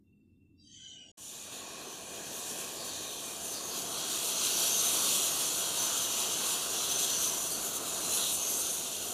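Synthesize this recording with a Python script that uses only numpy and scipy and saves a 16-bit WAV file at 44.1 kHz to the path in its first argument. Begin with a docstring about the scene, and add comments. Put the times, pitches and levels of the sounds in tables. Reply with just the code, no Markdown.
"""Hundreds of match heads burn as fire runs through a matchstick model outdoors. Their gas jets hiss and
whistle, sparks crackle, and the growing flame roars underneath. The first head whistles and spits alone; after
a brief silent cut the scene changes to the blaze. Faint rumble and hum lie behind. Both channels are alike."""
import sys
import numpy as np
from scipy import signal
from scipy.fft import rfft, irfft, next_fast_len
from scipy.io import wavfile
from scipy.ndimage import uniform_filter1d, map_coordinates

SR = 44100
rng = np.random.default_rng(int(sys.argv[2]) if len(sys.argv) > 2 else 0)


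def to_wav(s):
    """Save 16-bit WAV."""
    ch = np.atleast_2d(s).T  # columns
    pcm = np.round(np.clip(ch, -1, 1) * 32767)  # PCM
    wavfile.write(sys.argv[1], SR, pcm.astype(np.int16))


N = 402633
TIME = np.arange(N) / SR

# flame roar spectrum: f/Hz, relative level/dB
ROAR_SPECTRUM = [(50, -36), (120, -11), (160, -5), (260, -2.5), (390, 0.5), (490, -1), (590, -3), (680, 2),
                 (790, -5), (950, -20), (1300, -60)]
# flame flutter spectrum: f/Hz, relative level/dB
FLUTTER_SPECTRUM = [(600, -33), (850, -1.5), (1080, 1.5), (1300, -0.5), (1550, -3), (1750, -10),
                    (2150, -10), (2600, -16), (3300, -50)]


def amp(db):
    """Decibels to gain."""
    return 10 ** (np.asarray(db) / 20)


def unit(x):
    """x at rms 1."""
    return x / np.sqrt(np.mean(x ** 2) + 1e-20)


def curves(rows):
    """One value per sample for each column after the time."""
    times_s, *columns = np.transpose(rows)
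    return [np.interp(TIME, times_s, column) for column in columns]


def wobble(rate_hz, size=N):
    """Smooth random curve with knots at rate_hz."""
    knots = rng.standard_normal(int(size * rate_hz / SR) + 4)
    return map_coordinates(knots, [np.arange(size) * rate_hz / SR])


def fade_in(start_s, length_s):
    """Linear ramp, 0 to 1."""
    return np.clip((TIME - start_s) / length_s, 0, 1)


def swell(peak_s, peak_db, rise_s, fall_s):
    """Rounded gain curve, 20 dB down at rise_s before and fall_s after its peak."""
    span_s = np.where(TIME < peak_s, rise_s, fall_s)
    return amp(peak_db - 20 * ((TIME - peak_s) / span_s) ** 2)


def surge(start_s, length_s):
    """Hump from 0 to 1 and back: fast rise, slower fall."""
    return np.sin(np.pi * fade_in(start_s, length_s) ** 0.65)


def filtered(x, response):
    """x through a zero-phase filter of gain response(hz)."""
    size = next_fast_len(N + SR // 4)
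    return irfft(rfft(x, size) * response(np.fft.rfftfreq(size, 1 / SR)), size)[:N]


def coloured(x, spectrum):
    """x shaped by (f/Hz, level/dB) points, at rms 1."""
    points_hz, db = np.transpose(spectrum)

    def response(hz):
        return amp(np.interp(np.log(hz + 1), np.log(points_hz), db, left=-120, right=-120))
    return unit(filtered(x, response))


def turbulence(patchy_db):
    """Noise whose strength drifts in patches of time and frequency."""
    bins = signal.stft(rng.standard_normal(N), nperseg=1024)[2]
    patches = uniform_filter1d(rng.standard_normal(bins.shape), size=7, axis=0)
    patches = unit(uniform_filter1d(patches, size=11, axis=1))
    return unit(signal.istft(bins * amp(patchy_db * patches), nperseg=1024)[1][:N])


def whistle(pitch_hz, width_hz):
    """Breathy tone: narrow-band noise along a pitch curve, at rms 1."""
    phase = 2 * np.pi * np.cumsum(pitch_hz) / SR
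    size = len(pitch_hz)
    return unit(wobble(width_hz, size) * np.sin(phase) + wobble(width_hz, size) * np.cos(phase))


def background():
    """Low outdoor rumble, a wavering hum and a trace of hiss."""
    # hum tones: f/Hz, level/dB
    hum_tones = [(91.5, -73), (204.6, -71), (274.5, -80)]
    # outdoor rumble: f/Hz, relative level/dB
    air_spectrum = [(20, -32), (45, -6), (80, -7), (120, 0), (200, -4.5), (300, 0), (400, -15.5),
                    (600, -32.5), (1200, -45), (2600, -80)]
    hum = sum(amp(db) * whistle(np.full(N, hz), 12) for hz, db in hum_tones)
    rumble = amp(-66) * coloured(turbulence(patchy_db=0.5), air_spectrum)
    return rumble + hum + amp(-91) * turbulence(patchy_db=3)


def yard(x, echo_db, t60_s):
    """Slabs and a nearby wall add a short spray of weak echoes."""
    t = np.arange(SR // 10) / SR
    tail = rng.standard_normal(len(t)) * amp(-60 * t / t60_s) * (t > 0.002)
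    return x + amp(echo_db) * signal.fftconvolve(x, tail / np.linalg.norm(tail))[:N]


def draught():
    """Air drawn into the fire rumbles."""
    # draught: f/Hz, relative level/dB
    spectrum = [(20, -16), (45, -4.5), (70, -5.5), (90, 4), (115, -13), (170, 3), (300, -45)]
    return swell(7.5, -61.5, rise_s=8.5, fall_s=3.2) * coloured(turbulence(patchy_db=1), spectrum)


def flame():
    """The flame roars and puffs; its hollow flutter fills out as it engulfs the model."""
    # levels before puffs: t/s, roar/dB, flutter/dB
    levels = [(1.17, -63.5, -64.5), (1.56, -52.5, -54), (2.2, -50, -52.5), (2.6, -48.5, -50.5),
              (3.2, -50, -52.5), (3.85, -46.5, -49.5), (4.3, -47, -47.5), (5.0, -44.5, -45),
              (5.6, -46, -47.5), (6.3, -46, -45.5), (7.2, -46.2, -47.5), (7.65, -47, -49),
              (8.1, -45.5, -47), (8.5, -47, -50.5), (9.13, -49.5, -52)]
    # flame puffs: start/s, length/s, rise/dB
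    puffs = [(2.097, 0.15, 2), (4.58, .12, 2), (5.792, 0.07, 3), (8.157, .1, 1.5)]
    # flutter of the young flame: f/Hz, relative level/dB
    young_spectrum = [(600, -45), (850, 0.5), (1000, 0.5), (1100, 5), (1250, -4.5), (1450, -6),
                      (1620, -0.5), (1900, -5), (2150, -14), (2500, 3.5), (3300, -45)]
    roar_db, flutter_db = curves(levels)
    puff_db = sum(db * surge(start_s, length_s) for start_s, length_s, db in puffs)
    roar = amp(roar_db + 0.6 * wobble(12)) * coloured(turbulence(patchy_db=0), ROAR_SPECTRUM)
    eddies = turbulence(patchy_db=1.5)
    grown = fade_in(3.1, 1.0)
    flutter = (1 - grown) * coloured(eddies, young_spectrum) + grown * coloured(eddies, FLUTTER_SPECTRUM)
    return amp(puff_db) * (roar + amp(flutter_db + 0.55 * wobble(14)) * flutter)


def first_leak():
    """Gas escapes from the first head in a thin wavering tone."""
    pitch_hz = 2702 + 20 * wobble(90)
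    tone = np.sin(2 * np.pi * np.cumsum(pitch_hz) / SR) * amp(-81 + 4.1 * wobble(90))
    upper = amp(-101 + 4 * wobble(35)) * whistle(np.full(N, 3590), 60)
    return (tone + upper) * fade_in(0.033, 0.047) * (1 - fade_in(0.94, 0.05))


def first_whistle():
    """The first head bursts into a whistle that sinks as its pressure is spent."""
    catch_s, onset_s = 0.6, 0.13
    age_s = np.clip(TIME - catch_s, 0, 1)
    pitch_hz, overtone_hz = 3150 - 480 * age_s, 6320 - 1280 * age_s
    tone = 0.68 * whistle(pitch_hz + 35 * wobble(60), 110) + 0.65 * whistle(1.03 * pitch_hz, 300)
    tone *= swell(0.93, -51.5, rise_s=0.36, fall_s=0.235)
    overtones = whistle(overtone_hz, 240) + amp(-22) * whistle(1.5 * overtone_hz, 300)
    overtones *= swell(0.81, -58, rise_s=0.3, fall_s=0.41)
    return fade_in(catch_s, onset_s) ** 0.99 * amp(1.2 * wobble(34.2)) * (tone + overtones)


def first_rush():
    """Gas rushes from the first head; the nooks around it resonate."""
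    # resonances: f/Hz, width/Hz, relative level/dB, start/s, decay/(dB/s)
    nooks = [(1550, 130, -4.5, 0.756, 2), (1910, 160, -7, 0.67, 27), (2100, 170, -3, 0.73, 14),
             (3870, 300, -1, 0.574, 20), (4710, 120, 5, 0.554, 15), (5500, 140, 2.5, 0.55, 43),
             (7200, 200, -12, .59, 10), (7830, 220, -9, .59, -1), (8720, 200, -13, .6, 4),
             (9450, 160, -10, .61, 47)]
    # gas rush: f/Hz, relative level/dB
    spectrum = [(1700, -60), (2500, -8), (3400, 2), (4600, -6), (5050, -15), (6300, 2), (7000, -3.5),
                (8000, -6), (8400, -22), (9300, -27), (9900, -45)]
    ringing = np.zeros(N)
    for hz, width_hz, db, start_s, decay_db_per_s in nooks:
        envelope = amp(db - decay_db_per_s * np.maximum(TIME - start_s, 0)) * fade_in(start_s, 0.054)
        ringing += envelope * whistle(hz + 25 * wobble(30), width_hz)
    rush = amp(11) * fade_in(0.67, 0.092) * coloured(turbulence(patchy_db=7), spectrum)
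    return fade_in(0.556, 0.045) * swell(0.82, -69.8, rise_s=0.9, fall_s=0.58) * (ringing + rush)


def first_flame():
    """A small flame catches on the first head."""
    roar = coloured(turbulence(patchy_db=0.5), ROAR_SPECTRUM)
    flutter = coloured(turbulence(patchy_db=8), FLUTTER_SPECTRUM)
    return amp(-68.5) * fade_in(0.75, 0.34) * (roar + 0.18 * flutter)


def flares():
    """Near heads each spout a noise band that swells fast, sinks slightly in pitch and dies."""
    # near heads: start/s, length/s, centre/Hz, width/Hz, relative level/dB
    near_heads = [(1.2, 0.3, 6950, 598, -52), (1.511, 0.16, 3780, 1100, -53), (1.834, 0.17, 6240, 604, -53),
                  (2.759, 0.33, 4450, 910, -49), (2.88, 0.49, 3860, 805, -48.5),
                  (3.523, 0.15, 4600, 1085, -47), (3.6, 0.25, 6430, 705, -44.5),
                  (3.7, 0.18, 4480, 1200, -45.5), (3.92, 0.2, 4100, 904, -47),
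                  (4.696, 0.32, 6250, 493, -35.5), (5.77, 0.19, 6100, 500, -36.5),
                  (6.76, .3, 3700, 1197, -45), (6.884, 0.25, 6070, 500, -38),
                  (7.099, 0.44, 6000, 505, -37.5), (7.502, 0.13, 4490, 706, -46),
                  (7.5, 0.15, 6240, 700, -46), (8.048, .3, 7000, 597, -42), (8.11, .15, 10600, 1900, -37),
                  (8.169, 0.21, 3750, 1092, -37.5), (8.295, 0.11, 9500, 1970, -39),
                  (8.388, 0.24, 6370, 600, -38), (8.619, .2, 6200, 700, -41),
                  (8.69, 0.12, 10200, 1800, -42)]
    out = np.zeros(N + SR)
    for start_s, length_s, centre_hz, width_hz, db in near_heads:
        age = np.linspace(0, 1, int(length_s * SR))
        jet = whistle(centre_hz * np.exp(-0.03 * (age - 0.5)), width_hz)
        out[int(start_s * SR):][:len(age)] += amp(db) * np.sin(np.pi * age ** 0.5) * jet
    return out[:N]


def sparks(rate_hz, spread_db):
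    """Clicks at random moments, most weak, a few strong."""
    count = int(rate_hz * N / SR)
    sizes = amp(spread_db * np.minimum(rng.exponential(size=count), 4))
    signs = rng.choice([-1, 1], count)
    return unit(np.bincount(rng.integers(0, N, count), sizes * signs, N))


def jet_whistles(centre_hz, scatter, fall, life_s, count):
    """Head after head flares up; each jet's pitch sinks as its pressure is spent."""
    age = np.linspace(0, 1, int(life_s * SR))
    envelope = np.sin(np.pi * age ** 0.5) ** 2
    out = np.zeros(N + 2 * len(age))
    for turn, (delay, size) in enumerate(rng.random((count, 2))):
        pitch_hz = centre_hz * np.exp(scatter * rng.standard_normal() - fall * age)
        start = int((turn + delay) * N / count)
        out[start:][:len(age)] += (0.5 + size) * envelope * whistle(pitch_hz, width_hz=220)
    return unit(out[:N])


def burn_gains():
    """Gains of hiss, jets, fizz and sizzle, set by the fire's strength and brightness."""
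    # spreading fire: t/s, strength/dB, brightness/dB
    burn = [(1.17, -57.5, 1.5), (1.23, -52.5, 1.5), (1.75, -52, -2), (2.05, -51, 0), (2.4, -47, -0.5),
            (3.25, -47, 0.5), (3.65, -46.5, 0.5), (3.95, -43, 0), (4.55, -36, -1), (5.05, -35, 1),
            (5.68, -39, 0), (6.3, -38.5, -0.5), (6.7, -39.5, 0), (7.1, -38, -0.5), (7.47, -41.5, 1.5),
            (7.83, -43.5, 0.9), (8.22, -37.5, .8), (8.42, -41, 1), (8.68, -39.5, 1), (8.9, -42.5, 0.8),
            (9.13, -42.5, 1.5)]
    # clusters catching at once: start/s, length/s, strength change/dB, brightness change/dB
    clusters = [(1.25, 0.22, 1.5, 0), (1.518, .11, 2.5, .5), (2.333, 0.12, 1.5, 2), (2.44, 0.14, 1.5, 2),
                (2.563, .1, 3, 1.5), (2.84, 0.078, 2, 1.5), (3.414, 0.15, 2, 1.5), (3.503, .08, 2.5, 0.5),
                (3.736, 0.11, 3, 0), (3.963, 0.082, 1, -1.5), (4.078, 0.13, 2.5, 0), (4.21, 0.14, 1.5, 1.5),
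                (4.428, .1, 3, 1), (4.57, 0.16, 1, .5), (5.053, 0.11, 2, -0.5), (5.222, .08, 1, 0.5),
                (5.38, 0.06, 1.5, 0), (5.55, .09, 0.8, 1.8), (5.807, 0.11, 2, .5), (5.962, 0.066, 2.5, 0),
                (6.16, 0.08, 2, 0), (6.435, 0.15, 2.5, 1), (6.982, 0.1, 2, 1.2), (7.187, .14, 2.5, 1),
                (7.5, .07, 1, 2), (7.618, .09, 2, 1.2), (7.74, .05, 2, 2), (7.854, 0.066, 2.5, .5),
                (8.13, .09, 1.5, 0.8), (8.316, .07, 2, 3.5), (8.47, 0.11, 1.5, 1.5), (8.565, 0.074, 1, 3),
                (8.71, .08, -1, 1)]
    strength_db, bright_db = curves(burn)
    humps = np.array([surge(start_s, length_s) for start_s, length_s, _, _ in clusters])
    surge_db, surge_bright_db = np.array(clusters)[:, 2:].T @ humps
    strength_db += surge_db
    bright_db += surge_bright_db
    mid_burn_db = -46
    hiss_db = strength_db - bright_db - 0.82
    jet_db = mid_burn_db + 0.98 * (strength_db - mid_burn_db) + 0.2 * wobble(14)
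    fizz_db = strength_db + bright_db - 0.9
    # a fierce burn and fresh heads brighten the top
    sizzle_db = 1.173 * (strength_db + bright_db) + 0.15 * surge_db + 0.3 + 0.5 * wobble(24)
    return amp([hiss_db, jet_db, fizz_db, sizzle_db])


def burning_heads():
    """Overlapping gas jets hiss, whistle and crackle; they sputter together."""
    # gas noise bands, low to high: f/Hz, relative level/dB
    hiss_band = [(1700, -45), (2250, -18.5), (2550, -4), (2800, -3), (3250, 0), (3700, -1.5), (4400, -0.5),
                 (4900, -6.5), (5400, -5.5), (6200, -14), (8000, -33)]
    jet_band = [(4800, -40), (5550, -8.5), (5900, -3.5), (6250, -1.5), (6600, -4), (7050, -1), (7500, -9),
                (8500, -34)]
    fizz_band = [(6000, -13), (7600, -3), (8600, -2.5), (9600, 0), (10700, -5), (12000, -15.5),
                 (13200, -15), (15500, -29)]
    sizzle_band = [(8500, -27), (10500, -4.5), (11800, 4), (13000, -5.5), (15500, -8)]
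    hiss_gain, jet_gain, fizz_gain, sizzle_gain = burn_gains()
    crackle = sparks(rate_hz=2400, spread_db=2.5)
    sputter = amp(0.49 * wobble(25) + 0.17 * wobble(110))
    low_whistles = jet_whistles(centre_hz=3495, scatter=0.16, fall=0.08, life_s=0.4, count=130)
    high_whistles = jet_whistles(centre_hz=6445, scatter=0.07, fall=0.07, life_s=0.36, count=110)
    hiss = coloured(turbulence(patchy_db=1.24) + 0.65 * crackle + 0.16 * low_whistles, hiss_band)
    jets = coloured(turbulence(patchy_db=2.5) + 0.32 * crackle + 0.18 * high_whistles, jet_band)
    fizz = coloured(turbulence(patchy_db=2) + 0.5 * crackle, fizz_band)
    sizzle = coloured(turbulence(patchy_db=3.5) + 0.5 * crackle, sizzle_band)
    return sputter * (hiss_gain * hiss + jet_gain * jets + fizz_gain * fizz + sizzle_gain * sizzle)


def scene():
    """First head, then a brief silent cut and the scene changes to the blaze; both channels alike."""
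    gap_start_s, gap_end_s = 1.115, 1.172
    before, after = 1 - fade_in(gap_start_s, 0.002), fade_in(gap_end_s, 0.0078)
    heads = amp(0.19) * yard(burning_heads() + flares(), echo_db=-12.5, t60_s=0.051)
    blaze = heads + flame() + draught()
    first_head = first_leak() + first_whistle() + first_rush() + first_flame()
    mono = before * first_head + after * blaze + (before + after) * background()
    return np.array([mono, mono])


def record(dry):
    """Brick-wall low-pass."""
    cutoff_hz = 15540
    return np.array([filtered(channel, lambda hz: hz < cutoff_hz) for channel in dry])


dry = scene()
out = record(dry)
to_wav(out)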